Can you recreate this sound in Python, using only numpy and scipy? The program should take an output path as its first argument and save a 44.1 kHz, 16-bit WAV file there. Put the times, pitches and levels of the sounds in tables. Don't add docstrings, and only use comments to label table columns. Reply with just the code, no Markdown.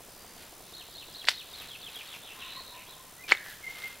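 import sys
import numpy as np
from scipy import signal
from scipy.fft import rfft, irfft, next_fast_len
from scipy.io import wavfile
from scipy.ndimage import uniform_filter1d

SR = 44100
rng = np.random.default_rng(int(sys.argv[2]) if len(sys.argv) > 2 else 0)


def master(y):
    cut = np.clip(np.atleast_2d(y).T, -1, 1)
    pcm = np.round(cut * 32767)
    wavfile.write(sys.argv[1], SR, pcm.astype(np.int16))


N = 176400

# freq_hz, t60_s
GARDEN_DECAY = [(500, 0.84), (2000, 0.39), (5000, 0.53)]


def amp(db):
    return 10 ** (np.asarray(db) / 20)


def unit_rms(x):
    return x / np.sqrt(np.mean(abs(x) ** 2) + 1e-20)


def curve_at(points, hz):
    freq_hz, value = np.transpose(points)
    return np.interp(np.log(hz + 1), np.log(freq_hz + 1), value)


def add(mix, start_s, sound):
    part = mix[max(round(start_s * SR), 0):][:len(sound)]
    part += sound[:len(part)]


def colour(x, spectrum, tilt_db_per_oct=0):
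    hz = np.fft.rfftfreq(len(x), 1 / SR)
    octaves = np.log2(np.maximum(hz, 500) / 3000)
    gain = amp(curve_at(spectrum, hz) + tilt_db_per_oct * octaves)
    return unit_rms(irfft(rfft(x) * gain, len(x)))


def grains(n, per_s, spread_db):
    size = amp(spread_db * np.minimum(rng.exponential(1, n), 4))
    return size * rng.choice([-1, 1], n) * (rng.random(n) < per_s / SR)


def decay(t, t60_s):
    return amp(-60 * t / t60_s)


def reverb(x, decays):
    hz, t, noise = signal.stft(rng.standard_normal(SR // 2), SR, nperseg=256)
    tail = signal.istft(noise * decay(t, curve_at(decays, hz)[:, None]), SR, nperseg=256)[1]
    tail *= np.minimum(np.arange(len(tail)) / SR / 0.00082, 1)
    return signal.fftconvolve(x, tail / np.linalg.norm(tail))[:N]


def ping(t, hz, t60_s):
    return np.sin(2 * np.pi * hz * t) * decay(t, t60_s)


def whistle(length_s, first_hz, middle_hz, last_hz, level_db, blur_hz, taper):
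    progress = np.linspace(0, 1, max(round(length_s * SR), 8))
    pitch_hz = np.polyval(np.polyfit([0, .5, 1], [first_hz, middle_hz, last_hz], 2), progress)
    carrier = np.exp(2j * np.pi * np.cumsum(pitch_hz) / SR)
    offset_hz = np.fft.fftfreq(next_fast_len(len(progress) + SR // 2), 1 / SR)
    sidebands = np.exp(2j * np.pi * rng.random(len(offset_hz)) - (offset_hz / blur_hz) ** 2)
    scatter = unit_rms(np.fft.ifft(sidebands)[:len(progress)])
    envelope = abs(np.sin(np.pi * progress)) ** taper
    return amp(level_db) * unit_rms((scatter * carrier).real * envelope)


def air(level_db=-51, patch_db=.9):
    # freq_hz, density_db
    spectrum = [(20, 1), (45, -4.5), (100, -4), (250, -7), (550, -6), (1000, -8), (2000, -11.5),
                (4200, -13), (5600, -14), (9000, -16.5), (15500, -14.5)]
    # freq_hz, correlation
    likeness = [(50, 0.87), (200, 0.87), (600, 0.844), (2500, 0.9826), (5000, 0.93), (8000, 0.3),
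                (14000, 0.31)]
    frames, hz = N // 256 + 5, np.fft.rfftfreq(1024, 1 / SR)
    re, im, side_re, side_im, patches = rng.standard_normal((frames, len(hz), 5)).T
    patches = unit_rms(uniform_filter1d(uniform_filter1d(patches, size=12, axis=0), size=18, axis=1))
    correlation = curve_at(likeness, hz)[:, None]
    left = re + 1j * im
    right = correlation * left + np.sqrt(1 - correlation ** 2) * (side_re + 1j * side_im)
    gain = amp(curve_at(spectrum, hz)[:, None] + patch_db * patches)
    wash = signal.istft(np.array([left, right]) * gain, nperseg=1024, noverlap=768)[1]
    return amp(level_db) * unit_rms(wash[:, :N])


def camera_buzz(level_db=-57.5, scan_hz=69.58, spike_hz=1025, spikes_per_scan=6):
    # freq_hz, gain_db
    spectrum = [(1000, -40), (3000, -7.5), (6000, -2), (9200, 0.5), (12300, -1.5), (15500, -11)]
    offset_scans, scan_jitter_s, spike_jitter_s = .29, 5e-5, 1e-5
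    scans_s = (np.arange(int(N / SR * scan_hz)) + offset_scans) / scan_hz
    scans_s += rng.normal(0, scan_jitter_s, len(scans_s))
    spikes_s = scans_s[:, None] + np.arange(spikes_per_scan) / spike_hz
    spikes_s += rng.normal(0, spike_jitter_s, spikes_s.shape)
    spikes = np.zeros(N)
    spikes[np.round(spikes_s * SR).astype(int) % N] = 1
    in_burst = (np.arange(N) / SR * scan_hz - offset_scans) % 1 < spikes_per_scan * scan_hz / spike_hz
    hiss = 0.102 * in_burst * rng.standard_normal(N)
    return amp(level_db) * colour(spikes - spikes.mean() + hiss, spectrum)


def lens_ticks(level_db=-46, cycle_s=.36, step_s=.08, t60_s=0.031):
    # freq_hz, gain_db
    modes = [(470, -5), (720, -1.5), (950, -7)]
    out, t = np.zeros(N), np.arange(SR // 25) / SR
    for group_s in np.arange(.006, N / SR, cycle_s):
        for step in range(4):
            tick = sum(amp(db) * ping(t, hz * rng.normal(1, 0.0263), t60_s) for hz, db in modes)
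            add(out, group_s + step * step_s, amp(rng.normal(level_db, 2.2)) * tick)
    return out


def leaves():
    # centre_s, sigma_s, level_db, tilt_db_per_oct
    rustles = [(.13, 0.17, -62, -30), (0.428, 0.046, -53, 5), (1.622, 0.078, -49.5, 4),
               (1.982, 0.095, -50, 4.5), (2.143, 0.035, -48.5, 4.5), (2.458, 0.15, -51, 2),
               (3.309, 0.013, -44, 18), (3.508, 0.053, -47.5, 7.5), (3.818, 0.13, -47.5, 4.5)]
    # freq_hz, gain_db
    spectrum = [(100, 1.5), (400, 5.5), (1300, 12), (3500, 8), (6000, -6.5), (9000, -14), (11500, -11),
                (15000, -17)]
    out, t = np.zeros(N), np.arange(-SR // 4, SR // 4) / SR
    for centre_s, sigma_s, level_db, tilt_db_per_oct in rustles:
        crackle = colour(grains(len(t), per_s=1700, spread_db=3.2), spectrum, tilt_db_per_oct)
        add(out, centre_s + t[0], amp(level_db) * crackle * np.exp(-(t / sigma_s) ** 2 / 2))
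    return out


def garden_whistles(notes, wet_db, taper):
    out = np.zeros(N)
    for start_s, *shape in notes:
        add(out, start_s, whistle(*shape, taper))
    return out + amp(wet_db) * reverb(out, GARDEN_DECAY)


def far_birds():
    # start_s, length_s, first_hz, middle_hz, last_hz, level_db, blur_hz
    notes = [(.08, 0.36, 5030, 4700, 4830, -66.5, 248), (.62, 1.77, 3836, 3650, 3320, -58, 810),
             (2.225, 0.0558, 3370, 3710, 3030, -53, 386), (2.275, 0.05, 2984, 2850, 2600, -50.5, 389),
             (2.402, 0.026, 3350, 3100, 2710, -46, 156), (2.41, .13, 2800, 2900, 3240, -51, 660),
             (2.39, .25, 3750, 3910, 4270, -51, 350), (2.65, .12, 3995, 3900, 3744, -54, 386),
             (2.74, 0.0973, 2778, 2560, 2500, -54, 460), (2.86, 0.092, 2630, 3920, 2954, -54.5, 392),
             (3.335, 0.207, 1760, 1800, 1753, -50.5, 300)]
    return garden_whistles(notes, wet_db=-0.5, taper=0.2)


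def songbird(foliage_db=-6, wet_db=-5):
    # offset_s, length_s, first_hz, middle_hz, last_hz, gain_db
    slur_notes = [(-.014, .018, 5000, 4750, 4400, -13), (.003, .031, 3500, 4100, 4220, .5),
                  (.036, .024, 3500, 3850, 4050, -1.5), (.054, .022, 4050, 3900, 3500, -.5),
                  (.072, .024, 3300, 2950, 2350, -2)]
    step_notes = [(0, .021, 4450, 3950, 3350, -3), (.017, .028, 3300, 3350, 3320, -2),
                  (.048, .032, 3250, 2900, 2200, 1)]
    # start_s, level_db, pitch_ratio
    slurs = [(.729, -49, 1.027), (.940, -48, 1.005), (1.141, -46.5, 1.02), (1.328, -47, 1), (1.531, -47, 1)]
    steps = [(1.682, -47.5, 1), (1.812, -47.5, 1.04), (1.938, -47.5, .97), (2.073, -48.5, 1.026)]
    # freq_hz, t60_s
    foliage = [(2000, 0.13), (5000, 0.031)]
    out = np.zeros(N)
    for syllables, notes, blur_hz in ((slurs, slur_notes, 170), (steps, step_notes, 130)):
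        for start_s, level_db, pitch_ratio in syllables:
            for offset_s, length_s, *glide_hz, gain_db in notes:
                pitches_hz = np.array(glide_hz) * rng.normal(pitch_ratio, .008)
                note = whistle(length_s, *pitches_hz, level_db + gain_db, blur_hz, taper=.45)
                add(out, start_s + offset_s, note)
    return out + amp(foliage_db) * reverb(out, foliage) + amp(wet_db) * reverb(out, GARDEN_DECAY)


def stem_crack(ring_hz, t60_s, edge_db, band_hz):
    t = np.arange(SR // 20) / SR
    edge = np.gradient(rng.standard_normal(len(t)) * decay(t, t60_s=0.0021))
    crack = ping(t, ring_hz, t60_s) + amp(edge_db) * edge / abs(edge).max()
    return signal.sosfilt(signal.butter(4, band_hz, "band", fs=SR, output="sos"), crack)


def shears(fibres_per_s=9000, spread_db=2.2, rise_db_per_s=255, wet_db=-17.5):
    # start_s, gain_db, ring_hz, t60_s, edge_db
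    cracks = [(1.2440, -29.5, 1940, 0.0067, -14), (1.2526, -24, 4140, 0.004, -9),
              (1.275, -30.5, 5130, 0.006, -14), (1.2855, 0, 1870, 0.0025, -6),
              (1.2860, -5, 4330, 0.0027, -10), (1.2876, -9, 2660, 0.0022, -4),
              (1.2871, -8, 3700, 0.0047, 1), (1.2910, -21, 5030, 0.011, -8),
              (1.2916, -17.5, 7880, 0.013, -20), (3.2924, -15.5, 3050, 0.0012, -12),
              (3.3044, -16.5, 3250, 0.00394, -25), (3.3119, -17.5, 1680, 0.0088, -16.5),
              (3.3157, -21, 1370, 0.0107, -20), (3.3170, -15, 4320, 0.0097, -20),
              (3.3208, 0.5, 2086, 0.0095, -20), (3.3231, -10.5, 2260, 0.016, -18),
              (3.3254, -23, 6940, 0.0057, -20), (3.373, -32.5, 3660, 0.015, -1),
              (3.463, -27, 1800, 0.0046, -14)]
    # bite_s, snap_s, bite_db, splinter_db, splinter_t60_s, splinter_db_per_oct, low_hz, high_hz
    cuts = [(1.2712, 1.287, -30, -26.5, 0.12, 4, 656, 6390),
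            (3.2800, 3.3205, -32, -27, 0.081, -3.5, 320, 10700)]
    # freq_hz, gain_db
    crunch = [(80, -17), (300, -12), (800, -19), (1500, -4), (3700, -3), (5200, -7.5), (6800, -20),
              (8300, -21.5), (10000, -24.5), (15000, -34.5)]
    # delay_s, gain_db
    echoes = [(.0053, -15.5), (.0092, -34), (.0190, -31), (0.0292, -23)]
    # freq_hz, t60_s
    room = [(200, 0.066), (2000, 0.29), (5000, 0.45), (12000, 0.197)]
    direct, t = np.zeros(N), np.arange(SR // 6) / SR
    for start_s, gain_db, *shape in cracks:
        nearest_cut = min(cuts, key=lambda cut: abs(cut[1] - start_s))
        add(direct, start_s, amp(gain_db) * stem_crack(*shape, band_hz=nearest_cut[-2:]))
    for bite_s, snap_s, bite_db, splinter_db, splinter_t60_s, splinter_db_per_oct, low_hz, _ in cuts:
        highpass = signal.butter(2, low_hz, "high", fs=SR)
        to_snap_s = snap_s - bite_s - t
        fibres = colour(grains(len(t), fibres_per_s, spread_db), crunch, tilt_db_per_oct=-2.5)
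        bite = signal.lfilter(*highpass, fibres) * amp(bite_db - rise_db_per_s * to_snap_s)
        add(direct, bite_s, bite[to_snap_s > 0])
        splinters = colour(grains(len(t), fibres_per_s, spread_db), crunch, splinter_db_per_oct)
        snap = signal.lfilter(*highpass, splinters) * decay(t, splinter_t60_s)
        add(direct, snap_s, amp(splinter_db) * snap)
    out = direct + amp(wet_db) * reverb(direct, room)
    for delay_s, gain_db in echoes:
        add(out, delay_s, amp(gain_db) * direct)
    return out


def stalks():
    # start_s, peak_db, ring_hz
    flicks = [(1.587, -41, 12500), (1.619, -39, 11800), (1.9588, -36, 11460), (3.878, -37, 13700)]
    out, t = np.zeros(N), np.arange(SR // 20) / SR
    for start_s, peak_db, ring_hz in flicks:
        slips = rng.standard_normal(len(t)) * decay(t, t60_s=0.016)
        tick = signal.fftconvolve(slips, ping(t, ring_hz, t60_s=0.0021))
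        add(out, start_s, amp(peak_db) * tick / abs(tick).max())
    return out


def long_call(blur_hz=40.6, upper_ratio=1.78, upper_db=-8, wet_db=-6):
    # start_s, length_s, pitch_hz, level_db
    notes = [(2.36, 0.14, 1055, -57.5), (2.54, 0.075, 1055, -53), (2.69, 0.14, 1000, -56.5),
             (2.86, 0.25, 1040, -64)]
    out = np.zeros(N)
    for start_s, length_s, pitch_hz, level_db in notes:
        lower_hz, upper_hz = [pitch_hz] * 3, [pitch_hz * upper_ratio] * 3
        add(out, start_s, whistle(length_s, *lower_hz, level_db, blur_hz, taper=0.71))
        add(out, start_s, whistle(length_s, *upper_hz, level_db + upper_db, 2 * blur_hz, taper=0.53))
    return out + amp(wet_db) * reverb(out, GARDEN_DECAY)


def fluting_bird():
    # start_s, length_s, first_hz, middle_hz, last_hz, level_db, blur_hz
    notes = [(3.17, 0.086, 1860, 2056, 2107, -56.5, 39.96), (3.235, 0.052, 2500, 2380, 2220, -49.5, 32.4),
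             (3.615, 0.272, 2168, 2126, 2092, -50, 74.6), (3.635, 0.08, 2100, 2100, 2110, -42.5, 25.2),
             (3.835, 0.055, 2087, 2095, 2020, -40.5, 25)]
    return garden_whistles(notes, wet_db=-8, taper=0.45)


def scene():
    birds = songbird() + long_call() + far_birds() + fluting_bird()
    return air() + shears() + leaves() + stalks() + birds + camera_buzz() + lens_ticks()


def record(dry, cutoff_hz=15800):
    lowpass = signal.firwin(511, cutoff_hz, window=("kaiser", 9), fs=SR)
    return signal.oaconvolve(np.clip(dry, -1, 1), lowpass[None], "same")


dry = scene()
out = record(dry)
master(out)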